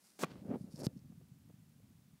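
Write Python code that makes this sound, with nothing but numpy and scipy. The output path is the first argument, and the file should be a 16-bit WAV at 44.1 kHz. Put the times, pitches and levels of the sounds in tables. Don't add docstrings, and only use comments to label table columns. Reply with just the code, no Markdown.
import sys
import numpy as np
from scipy import signal
from scipy.fft import rfft, irfft
from scipy.io import wavfile

SR = 44100
rng = np.random.default_rng(int(sys.argv[2]) if len(sys.argv) > 2 else 0)


def generate_wav(sig):
    pcm = np.round(np.clip(np.atleast_2d(sig).T, -1, 1) * 32767).astype(np.int16)
    wavfile.write(sys.argv[1], SR, pcm)


N = 97020

# start_s, level_db (ahead of the EQ), lowpass_hz
KNOCKS = [(.192, -38.5, 7000), (.199, -44, 7000), (0.2309, -27, 400), (0.2346, -20, 1000),
          (0.2366, -16.5, 2560), (0.238, -30, 900), (0.239, -25.5, 1700), (.2427, -22, 2600),
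          (0.2435, -30, 900), (.268, -44, 2500), (.3565, -45, 700), (1.123, -57.5, 497),
          (1.214, -58.5, 403), (1.499, -57, 700)]
# pitch_hz, gain_db, t60_s
CASE_MODES = [(194, -18, 0.039), (260, -37, 0.033), (412, -21.5, 0.028), (780, -23, 0.055),
              (1180, -22, 0.01), (1530, -30.5, 0.038), (1990, -35, 0.06), (2396, -26.5, .036),
              (2540, -31, 0.043), (2800, -28, .03), (3390, -26.5, 0.018)]
# start_s, level_db, pitch_hz
GRIP_THUDS = [(.356, -53, 246.4), (0.418, -44, 184), (0.451, -40.5, 204), (.489, -36, 194),
              (.513, -31, 251), (.533, -48, 262), (0.563, -39.5, 187), (0.607, -37.5, 176),
              (.640, -38.5, 214), (.673, -47, 198), (.738, -39, 185), (.962, -39, 194), (.975, -52.5, 160),
              (1.098, -47, 192), (1.124, -50.5, 186), (1.174, -48, 151), (1.314, -47.5, 144),
              (1.49, -53, 179), (1.537, -54, 147), (1.619, -53.5, 158), (1.75, -58.5, 190),
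              (1.795, -60, 169), (1.905, -54, 230), (2.077, -55.5, 180), (2.132, -52, 146)]
# pitch_hz, gain_db, t60_s
CRACKLE_MODES = [(4700, -5, 0.0087), (5330, 5, 0.0046), (6500, -5, 0.003), (9300, -12, 0.0013)]
# centre_s, level_db
PALM_SCUFFS = [(.98, -66), (1.123, -64), (1.214, -69), (1.501, -62), (1.802, -73)]

# time_s, level_db
FIRM_SLIDE_LEVEL = [(.186, -76), (.193, -52), (.203, -50), (.214, -46), (.229, -41.5), (.24, -53),
                    (.247, -50), (.256, -113)]
DRAG_LEVEL = [(.235, -84), (.25, -54.5), (.272, -56.5), (.318, -56), (.345, -64), (.40, -66.5), (.46, -80)]
LIGHT_SLIDE_LEVEL = [(0, -77.5), (.062, -68), (.105, -70), (.15, -75), (.185, -71), (.26, -85), (.57, -79),
                     (.62, -73.5), (.69, -85), (.725, -69), (.74, -71), (.765, -70), (.803, -58),
                     (.824, -72), (.853, -48.5), (.866, -55), (.872, -100)]
PALM_LEVEL = [(.33, -82), (.36, -56), (.41, -67.5), (.46, -51), (.495, -46.5), (.515, -37.5), (.558, -41),
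              (.58, -59.5), (.63, -67.5), (.675, -58), (.71, -71.5), (.765, -62), (.80, -50.5), (.845, -40),
              (.86, -55), (.89, -61), (.93, -68.5)]
CRACKLE_LEVEL = [(.70, -85), (.725, -69), (.738, -75), (.752, -65), (.80, -61), (.825, -66), (.85, -57),
                 (.864, -61), (.87, -100)]
LAST_BRUSH_LEVEL = [(.955, -92), (.983, -75), (1.005, -86)]
TREMOR_LEVEL = [(.2, -81), (.3, -60.5), (.45, -58.5), (.7, -58), (.9, -55.5), (1.12, -59.5), (1.3, -62.5),
                (1.8, -62), (2.0, -66.5), (2.25, -74)]

# frequency_hz, gain_db
KNOCK_EQ = [(30, 1), (90, -16.5), (170, 0.5), (650, -2), (930, -7), (1150, 3.5), (1750, -3.5), (3500, -1),
            (6000, 1.5), (12000, -15)]
CLICK_EQ = [(100, -29), (1000, -5), (2500, -10), (3150, -1), (4500, 3.5), (6100, -2), (9000, -19),
            (13000, -12), (16000, -24)]
FIRM_SLIDE_EQ = [(50, -47), (190, 12), (500, 5.5), (1100, -1), (2400, -6), (4000, -4.5), (6500, -2),
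                 (10000, -6), (15500, -13.5)]
DRAG_EQ = [(50, -28), (170, 7.5), (450, -1.5), (900, -8.5), (2500, -15), (4500, -18.5), (6500, -27.5),
           (15000, -48)]
LIGHT_SLIDE_EQ = [(100, -4.5), (1500, -7.5), (3300, -13), (4800, -1.5), (6800, -5.5), (9500, -2.5),
                  (12000, -8.5), (15500, -18)]
PALM_EQ = [(40, -42), (110, -6), (220, 4.5), (350, -0.5), (530, -2), (780, -13.5), (1050, -22), (2200, -34),
           (4000, -47), (9000, -73)]
TREMOR_EQ = [(25, -22), (50, -11.5), (85, -2.5), (130, 3), (190, -0.5), (270, -6), (370, -25), (600, -33.5),
             (1200, -46.5), (4000, -60)]
HISS_EQ = [(20, -18), (80, -3), (190, 20), (500, 6), (1000, 4), (2000, 1.5), (5000, 0), (10000, -.5),
           (15500, -2)]


def case_knocks(contact_s=0.00037, low_cut_hz=160):
    out, t = np.zeros(N), np.arange(SR // 8) / SR
    push = np.exp(-t / contact_s)
    for start_s, level_db, lowpass_hz in KNOCKS:
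        ring = sum(amp(db - 60 * t / t60) * np.sin(2 * np.pi * hz * t * rng.uniform(0.92, 1.02))
                   for hz, db, t60 in CASE_MODES)
        blow = signal.lfilter(*signal.butter(1, lowpass_hz, fs=SR), push + ring)
        blow = low_cut(blow, low_cut_hz)
        add(out, start_s, amp(level_db) * blow / abs(blow).max())
    return colour(out, KNOCK_EQ)


def fingertip_bump(start_s=.8677, level_db=-18, rise_s=0.00071, t60_s=0.028):
    out, t = np.zeros(N), np.arange(SR // 10) / SR
    first_hz, settled_hz, settle_s = 278, 113.6, .003
    pitch_hz = settled_hz + (first_hz - settled_hz) * np.exp(-t / settle_s)
    envelope = amp(level_db - 60 * t / t60_s) * (1 - np.exp(-t / rise_s))
    add(out, start_s, -envelope * np.sin(2 * np.pi * np.cumsum(pitch_hz) / SR))
    return out


def fingertip_click(burst_s=.8665, burst_db=-37, rise_s=0.00044, snap_s=.8672, snap_db=-17):
    out, t = np.zeros(N), np.arange(SR // 10) / SR
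    envelope = amp(burst_db) * t / rise_s * np.exp(1 - t / rise_s)
    add(out, burst_s, envelope * rng.standard_normal(len(t)))
    add(out, snap_s, amp([snap_db]))
    return colour(out, CLICK_EQ)


def finger_slides():
    firm = level(FIRM_SLIDE_LEVEL) * friction(FIRM_SLIDE_EQ, slips_per_s=6900, spread_db=2.5, smooth=.5)
    drag = level(DRAG_LEVEL) * friction(DRAG_EQ, slips_per_s=2200, spread_db=6.5, smooth=.45)
    light = level(LIGHT_SLIDE_LEVEL) * friction(LIGHT_SLIDE_EQ, slips_per_s=900, spread_db=3, smooth=.97)
    return firm + drag + light


def palm_rub(scuff_width_s=0.0065):
    t = np.arange(N) / SR
    scuffs = sum(amp(db) * np.exp(-.5 * ((t - s) / scuff_width_s) ** 2) for s, db in PALM_SCUFFS)
    pressure = level(PALM_LEVEL) + scuffs
    return pressure * friction(PALM_EQ, slips_per_s=2200, spread_db=4.5, smooth=.4)


def grip_thuds(rise_cycles=0.84, sharpness=1.88):
    out, t = np.zeros(N), np.arange(SR // 16) / SR
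    for start_s, level_db, pitch_hz in GRIP_THUDS:
        age = t * pitch_hz / rise_cycles
        envelope = amp(level_db) * (age * np.exp(1 - age)) ** sharpness
        add(out, start_s, envelope * np.sin(2 * np.pi * pitch_hz * t))
    return out


def skin_crackle(count=600, slips_per_s=220, jitter=.6, spread_db=3.5):
    slips, t = np.zeros(N), np.arange(SR // 100) / SR
    gap, size = rng.standard_normal((count, 2)).T
    starts_s = np.cumsum(np.exp(jitter * gap)) / slips_per_s
    ring = sum(amp(db - 60 * t / t60) * np.sin(2 * np.pi * hz * t) for hz, db, t60 in CRACKLE_MODES)
    for start_s, gain in zip(starts_s, amp(spread_db * size)):
        add(slips, start_s, gain * ring)
    thin = low_cut(slips, corner_hz=3900, order=4)
    return (level(CRACKLE_LEVEL) + level(LAST_BRUSH_LEVEL)) * unit(thin)


def hand_tremor():
    return level(TREMOR_LEVEL) * friction(TREMOR_EQ, slips_per_s=160, spread_db=4.5, smooth=.68)


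def faint_ticks(count=8, start_s=1.1827, period_s=.1024, level_db=-58, pitch_hz=12200, t60_s=.001):
    out, t = np.zeros(N), np.arange(SR // 200) / SR
    tick = amp(level_db - 60 * t / t60_s) * np.sin(2 * np.pi * pitch_hz * t)
    for k in range(count):
        add(out, start_s + k * period_s, tick)
    return out


def room_hiss(level_db=-74):
    return amp(level_db) * unit(colour(rng.standard_normal(N), HISS_EQ))


def friction(eq, slips_per_s, spread_db, smooth):
    size = amp(spread_db * np.minimum(rng.exponential(1, N), 3))
    sign = rng.choice([-1., 1.], N)
    slipping = rng.random(N) < slips_per_s / SR
    rub = unit(size * sign * slipping) + smooth * rng.standard_normal(N)
    return unit(colour(rub, eq))


def colour(x, eq):
    hz, db = np.transpose(eq)
    size = 2 * N
    log_hz = np.log(np.fft.rfftfreq(size, 1 / SR) + 1)
    gain = amp(np.interp(log_hz, np.log(hz), db))
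    cepstrum = irfft(np.log(gain))
    cepstrum[1:N] *= 2
    cepstrum[N + 1:] = 0
    return irfft(rfft(x, size) * np.exp(rfft(cepstrum)))[:N]


def low_cut(x, corner_hz, order=2):
    return signal.lfilter(*signal.butter(order, corner_hz, "high", fs=SR), x)


def level(points):
    s, db = np.transpose(points)
    return amp(np.interp(np.arange(N) / SR, s, db, left=-np.inf, right=-np.inf))


def amp(db):
    return 10 ** (np.asarray(db) / 20)


def unit(x):
    return x / np.sqrt(np.mean(x ** 2) + 1e-20)


def add(mix, start_s, sound):
    part = mix[max(round(start_s * SR), 0):][:len(sound)]
    part += sound[:len(part)]


def scene():
    background = room_hiss() + hand_tremor() + faint_ticks()
    rubbing = palm_rub() + finger_slides() + skin_crackle()
    contacts = case_knocks() + grip_thuds() + fingertip_bump() + fingertip_click()
    return (contacts + rubbing + background)[None]


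def record(dry):
    thin = low_cut(dry, corner_hz=53)
    band_limit = signal.firwin(511, cutoff=15750, window=("kaiser", 9), fs=SR)
    return signal.oaconvolve(thin, band_limit[None], "same")


dry = scene()
out = record(dry)
generate_wav(out)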